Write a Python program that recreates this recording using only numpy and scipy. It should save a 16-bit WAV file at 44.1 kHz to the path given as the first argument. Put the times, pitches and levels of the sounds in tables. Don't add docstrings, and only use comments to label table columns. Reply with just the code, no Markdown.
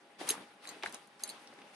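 import sys
import numpy as np
from scipy import signal
from scipy.io import wavfile

SR = 44100
rng = np.random.default_rng(int(sys.argv[2]) if len(sys.argv) > 2 else 0)


def store_wav(level_fs):
    pcm = np.round(np.clip(np.atleast_2d(level_fs), -1, 1) * 32767)
    wavfile.write(sys.argv[1], SR, pcm.T.astype(np.int16))


def amplitude_ratio(level_db):
    exponent = np.asarray(level_db, float) / 20
    return 10 ** exponent


N = 77175
FLOOR_DB, FLOOR_TILT_DB = -63.5, 0.93
CHATTER_S = 0.0012


def rms_one(x):
    return x / np.sqrt(np.mean(x ** 2) + 1e-20)


def at_hz(points, hz):
    table_hz, value = np.array(points).T
    return np.interp(np.log(hz), np.log(table_hz), value)


def drift(rate_hz):
    hop = 40
    r = np.exp(-2 * np.pi * rate_hz * hop / SR)
    noise = rng.standard_normal(N // hop + 2002)
    slow = signal.lfilter([1], [1, -2 * r, r * r], noise)[2000:]
    return np.interp(np.arange(N) / hop, np.arange(len(slow)), rms_one(slow))


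def ring(clicks, hz, t60_s):
    r = amplitude_ratio(-60 / (t60_s * SR))
    w = 2 * np.pi * hz / SR
    return signal.lfilter([0, np.sin(w)], [1, -2 * r * np.cos(w), r * r], clicks + 1e-18)


def bandpass(x, low_hz, high_hz):
    return signal.sosfilt(signal.butter(2, [low_hz, high_hz], "band", fs=SR, output="sos"), x)


def add(out, piece, start_s, pan_db):
    i = int(start_s * SR)
    sides = amplitude_ratio(np.array([[pan_db / 2], [-pan_db / 2]]))
    out[:, i:i + piece.shape[1]] += piece[:, :N - i] * sides


# start_s [s], rise_s [s], peak_db [dB], t60_s [s], tilt_db [dB per octave]
HANDFULS = [(0.181, 0.029, -47.5, 0.92, 3), (0.258, 0.044, -44.5, 0.33, 3), (0.358, 0.013, -52, 0.53, -0.1),
            (0.606, 0.085, -53, 0.93, 2), (0.826, 0.007, -48.5, 0.58, 1.5), (.885, 0.018, -68, 0.98, 18),
            (0.928, 0.0077, -50.5, 0.31, 2.5), (1.187, 0.047, -55, 2.28, 2.5), (1.28, 0.028, -70, 0.64, 10),
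            (1.45, 0.012, -62, 1.3, -1.4), (1.57, 0.022, -61, 4.5, 0.2), (.595, 0.049, -64.5, 0.4, 12.5),
            (.262, 0.015, -50.5, 0.26, 8.5), (.309, 0.0087, -52, 0.13, 6), (.848, .008, -56, .12, 10),
            (1.195, 0.013, -66, 0.45, 12.5), (.864, .006, -50.5, 0.16, 3.5), (1.72, 0.031, -65.5, 1.7, 14)]


def handling():
    t = np.arange(N) / SR
    power = amplitude_ratio(2 * FLOOR_DB) * np.ones(N)
    weighted_tilt = power * FLOOR_TILT_DB
    for start_s, rise_s, peak_db, t60_s, tilt_db in HANDFULS:
        decay = amplitude_ratio(peak_db - 60 * np.clip(t - start_s - rise_s, 0, 9) / t60_s)
        grip = (decay * np.clip((t - start_s) / rise_s, 0, 1)) ** 2
        power = power + grip
        weighted_tilt = weighted_tilt + grip * tilt_db
    return 10 * np.log10(power), weighted_tilt / power


# frequency_hz [Hz], density_db [dB per Hz]
CLOTH_SPECTRUM = [(35, -60), (60, -25.5), (225, 1.5), (826, -4), (1110, -5.5), (2890, -11.5), (7040, -27),
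                  (9470, -25.5), (14000, -60.5)]
# frequency_hz [Hz], likeness [0 to 1]
CLOTH_LIKENESS = [(100, 0.94), (300, 1), (600, 0.78), (1200, 0.49), (3000, 0.098), (10000, 0.23)]
GRAINS_PER_S, GRAIN_DB, GRAIN_SPREAD_DB, GRAIN_CYCLES = 1500, -7, 3.0, 4.0


def rustle(level_db, tilt_db, patchy_db):
    out = 0
    together = drift(25)
    edges = 60 * 2 ** np.arange(0, 8, 0.4)
    white = rng.standard_normal((2, 2, N))
    sizes = amplitude_ratio(GRAIN_SPREAD_DB * np.minimum(rng.exponential(1, N), 2.5)) * rng.choice([-1, 1], N)
    born = sizes * (rng.random(N) < GRAINS_PER_S * amplitude_ratio(3 * drift(15)) / SR)
    dealt, lean = rng.integers(0, len(edges) - 1, N), rng.uniform(-0.86, 1, N)
    opposed = np.array([[1], [-1]])
    for k, (low, high) in enumerate(zip(edges, edges[1:])):
        mid, side = bandpass(white[k % 2], low, high)
        hz = np.sqrt(low * high)
        alike = np.clip(at_hz(CLOTH_LIKENESS, hz), 0, 1)
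        hiss = np.sqrt(1 + alike) * mid + np.sqrt(1 - alike) * side * opposed

        ticks = born * (dealt == k) * (1 + 0.85 * lean * opposed)
        creases = rms_one(ring(ticks, hz, GRAIN_CYCLES / hz))
        grains = amplitude_ratio(GRAIN_DB) * min(1, hz / 400) * np.std(mid) * creases

        patches_db = patchy_db * (0.3 * together + drift(11.0))
        gain_db = at_hz(CLOTH_SPECTRUM, hz) + tilt_db * np.log2(hz / 1000) + patches_db
        out = out + amplitude_ratio(gain_db) * (hiss + grains)
    return amplitude_ratio(level_db - 29) * out * amplitude_ratio(0.7 * opposed)


WHINE_HZ, WHINE_DB, WHINE_FOLLOWS, WHINE_WANDER_DB = 820.7, -71.5, 1, 0.5


def whine(level_db):
    follow_db = WHINE_FOLLOWS * np.clip(level_db - FLOOR_DB, 0, 6)
    db = WHINE_DB + follow_db + WHINE_WANDER_DB * drift(3.9)
    phase = 2 * np.pi * WHINE_HZ * np.arange(N) / SR + 0.67 * drift(21)
    return amplitude_ratio(db) * np.sqrt(2) * np.sin(phase + np.array([[0], [0.3]]))


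# start_s [s], peak_db [dB], pitch_hz [Hz], t60_s [s], pan_db [left-right dB]
THUDS = [
    (0.2097, -36, 328, 0.1, 1),
    (.2126, -32, 670, 0.15, 1),
    (0.29, -74, 60, 0.13, 5),
    (0.3072, -33.5, 380, .05, 1.5),
    (0.328, -45, 386, 0.028, 8),
    (0.3403, -34, 890, 0.0082, 0),
    (0.352, -40, 820, 0.036, -5),
    (.379, -38.5, 740, 0.0084, 1.5),
    (0.767, -47.5, 353, 0.018, 3),
    (0.855, -61, 60, 0.083, -6),
]
SNAPS = [(0.225, -48, 4860, 0.017, 2), (0.2762, -37, 2650, 0.034, 6), (0.3009, -25, 2940, 0.013, 0),
         (0.3043, -24, 3880, 0.017, 6), (0.653, -39, 1880, 0.017, -3), (.6815, -56, 750, 0.014, 3),
         (.825, -35, 2360, 0.057, 3), (0.8344, -25.5, 2090, 0.027, -0.5), (.8362, -31, 744, 0.037, 2.5),
         (0.854, -49, 1970, .03, 4), (0.86, -25.5, 1900, 0.036, 3), (0.874, -50, 2270, 0.041, 0),
         (.925, -42.5, 7700, 0.028, -9), (0.9449, -39, 8360, .02, -1), (.946, -46, 785, 0.037, 4),
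         (1.073, -50.5, 9300, .02, -2), (1.199, -45.5, 1540, 0.045, -6), (1.225, -47, 5870, .015, -1),
         (1.473, -43, 4300, 0.052, 2), (1.5275, -45.5, 620, 0.043, 1.5), (1.5382, -53, 7400, 0.015, -2),
         (1.589, -44, 2100, 0.017, 5), (1.617, -45, 2530, 0.034, 1)]
CRACKS = [(0.2889, -17.5, 11600, 0.071, 0.5), (0.2894, -29, 4800, 0.017, 11),
          (.3044, -17.5, 10900, 0.021, -4), (0.312, -28.5, 6530, 0.1, -3), (0.655, -55, 9800, 0.024, -13),
          (0.691, -41.5, 9000, 0.016, -5), (0.825, -52, 9000, .012, 0), (0.8345, -31.5, 4040, 0.014, 5.5),
          (0.835, -40, 6200, 0.012, 1), (0.835, -55, 11000, 0.0099, -2), (.8545, -47, 8900, 0.027, -2),
          (.8545, -48, 4200, .03, 0), (0.925, -46, 4600, .012, 9), (.9248, -41, 11500, .012, 0),
          (0.8605, -45, 8500, 0.013, -3), (.8745, -51, 9300, .02, -2), (0.895, -50, 9100, .04, -7),
          (0.9442, -34.5, 6300, 0.065, 1.5), (.9447, -38.5, 10900, .018, -1), (1.195, -48.5, 5230, .04, 5),
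          (1.289, -40.5, 4450, 0.066, -2), (.3185, -43, 11000, .03, 0), (0.684, -41.5, 1500, 0.016, -3),
          (1.223, -49, 9800, 0.017, -2), (1.2356, -34.5, 4630, 0.016, 5), (1.2358, -28, 9800, 0.017, -3),
          (1.2744, -48, 10000, .02, -6), (1.326, -49, 2980, 0.0089, 3)]
SNAP_WIDTH, SNAP_CRUMBLE_S = 0.54, 0.0011
LAG_SPREAD_S = 0.00008


def snaps():
    out, t = np.zeros((2, N)), np.arange(SR // 8) / SR
    for start_s, peak_db, pitch_hz, t60_s, pan_db in SNAPS + THUDS + CRACKS:
        decay = np.exp(-t / SNAP_CRUMBLE_S) + 0.5 * amplitude_ratio(-60 * t / t60_s)
        burst = rng.standard_normal(len(t)) * decay * np.clip(t / 0.00025, 0, 1)
        burst[8] += 1.5
        low, high = pitch_hz * (1 + SNAP_WIDTH / 2) ** np.array([-1, 1])
        body = bandpass(burst, low, high)
        onset = burst * np.exp(-t * pitch_hz / 8)
        body = body + 0.3 * bandpass(onset, pitch_hz / 2, min(2 * pitch_hz, 16000))
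        lag = min(abs(LAG_SPREAD_S * SR * rng.standard_normal()), SR / pitch_hz / 4)
        late = np.roll(body, round(lag))
        pair = np.array([body, late])[::rng.choice([-1, 1])]
        add(out, amplitude_ratio(peak_db) * pair / np.abs(body).max(), start_s, pan_db)
    return out


# start_s [s], loop_db [dB], tab_db [dB], slider_db [dB], teeth_db [dB]
JINGLES = [
    (0.2899, -35, -28, -29, -49),
    (0.3031, -42, -33.5, -48, -41),
    (0.6723, -47, -66, -49, -50),
    (0.6897, -46.5, -43, -60, -42.5),
    (1.2352, -43, -33, -55, -31.5),
    (1.244, -56, -63, -56, -51),
    (1.254, -60, -66, -51, -58),
    (1.276, -56, -60, -59, -54),
    (1.2907, -51, -62, -37.5, -42),
    (1.298, -51, -47.5, -41.5, -39.5),
]
# pitch_hz [Hz], level_db [dB], t60_s [s]
LOOP = [(4030, 7, 0.029), (7400, 3.5, 0.06), (5300, -1, 0.014)]
TAB = [(6410, 0.41, 0.05)]
SLIDER = [(9000, -4, 0.043), (8600, -14, 0.03), (7860, -17.5, 0.048)]
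TEETH = [(4460, -4.5, 0.072), (9810, -13, 0.021), (10300, -18, .04), (11600, -19, 0.012),
         (11370, -11, 0.021), (12050, -11, 0.055), (13560, -6.5, 0.069)]
STRIKE_SCATTER_DB, MODE_PAN_DB = 1.5, 2.5
CATCH_T60_S = 0.012


def jingles():
    out, t = np.zeros((2, N)), np.arange(SR // 5) / SR
    for (start_s, *parts_db), (next_s, *_) in zip(JINGLES, JINGLES[1:] + [(N / SR,)]):
        caught = amplitude_ratio(-60 * np.clip(t - (next_s - start_s), 0, 1) / CATCH_T60_S)
        for part_db, modes in zip(parts_db, (LOOP, TAB, SLIDER, TEETH)):
            for pitch_hz, level_db, t60_s in modes:
                scatter, pan, turn = rng.standard_normal(3)
                tremble_db = 3.5 * np.sin(rng.uniform(300, 1200) * t)
                swell = (1 - np.exp(-t / CHATTER_S)) * amplitude_ratio(-60 * t / t60_s + tremble_db)
                phase = np.tanh(turn) * np.array([[0.9], [-0.9]]) + rng.uniform(0, 8.4)
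                tone = caught * swell * np.sin(2 * np.pi * pitch_hz * t + phase)
                strike_db = part_db + level_db + STRIKE_SCATTER_DB * scatter
                add(out, amplitude_ratio(strike_db) * tone, start_s, MODE_PAN_DB * np.tanh(pan) + 1.5)
    return out


# start_s [s], level_db [dB], pitch_hz [Hz], t60_s [s], pan_db [left-right dB]
PINGS = [(.296, -31, 13000, 0.087, 3), (0.29, -32, 9830, 0.027, 0), (0.3052, -25, 11050, 0.022, -2),
         (0.3048, -31.5, 3870, 0.022, 3), (.325, -60, 10000, 0.13, -7), (.6755, -49, 6320, .1, 3),
         (0.689, -47, 4330, .025, 8), (1.2902, -45.5, 4150, 0.062, -1), (1.306, -47, 4460, 0.093, -1),
         (.839, -31, 2270, 0.017, -3), (0.874, -44.5, 4010, 0.055, -3), (0.949, -53, 3900, 0.076, 0),
         (1.2357, -30, 11020, 0.012, 4), (1.275, -45.5, 10100, .05, -3), (1.305, -57, 10850, 0.061, 0)]


def pings():
    out, t = np.zeros((2, N)), np.arange(SR // 5) / SR
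    chances = rng.uniform(-1.4, 1, (len(PINGS), 2))
    for (start_s, level_db, pitch_hz, t60_s, pan_db), (tremble, turn) in zip(PINGS, chances):
        tremble_db = 3.5 * np.sin((700 + 400 * tremble) * t)
        swell = (1 - np.exp(-t / CHATTER_S)) * amplitude_ratio(-60 * t / t60_s + tremble_db)
        phase = turn * np.array([[0.7], [-0.7]])
        tone = swell * np.sin(2 * np.pi * pitch_hz * t + phase)
        add(out, amplitude_ratio(level_db) * tone, start_s, pan_db)
    return out


ROOM_DB, ROOM_T60_S = -15, 0.1


def room(x):
    t = np.arange(SR // 3) / SR
    tail = rng.standard_normal((2, len(t))) * amplitude_ratio(-60 * t / ROOM_T60_S) * np.clip(t / 0.0088, 0, 1)
    tail = signal.lfilter([1], [1, -0.4], tail)
    tail = tail / np.sqrt(np.sum(tail ** 2, axis=1, keepdims=True))
    return signal.fftconvolve(x, tail, axes=1)[:, :N]


def scene():
    level_db, tilt_db = handling()
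    hits = snaps() + jingles() + pings()
    cloth = rustle(level_db + 41.5, tilt_db, patchy_db=1.5)
    return hits + amplitude_ratio(ROOM_DB) * room(hits) + cloth + whine(level_db)


def band_limit(x):
    return signal.sosfilt(signal.butter(12, 14100, fs=SR, output="sos"), x)


def record(dry):
    for order, hz, kind in ((2, 117, "high"), (6, 11600, "low")):
        dry = signal.sosfilt(signal.butter(order, hz, kind, fs=SR, output="sos"), dry)
    for hz, db in ((9800, 6.5), (7470, -4.5)):
        dry = dry + (amplitude_ratio(db) - 1) * signal.lfilter(*signal.iirpeak(hz, 4.0, fs=SR), dry)
    mix = signal.sosfilt(signal.cheby2(12, 60, 14800, fs=SR, output="sos"), dry)
    return band_limit(mix)


dry = scene()
out = record(dry)
store_wav(out)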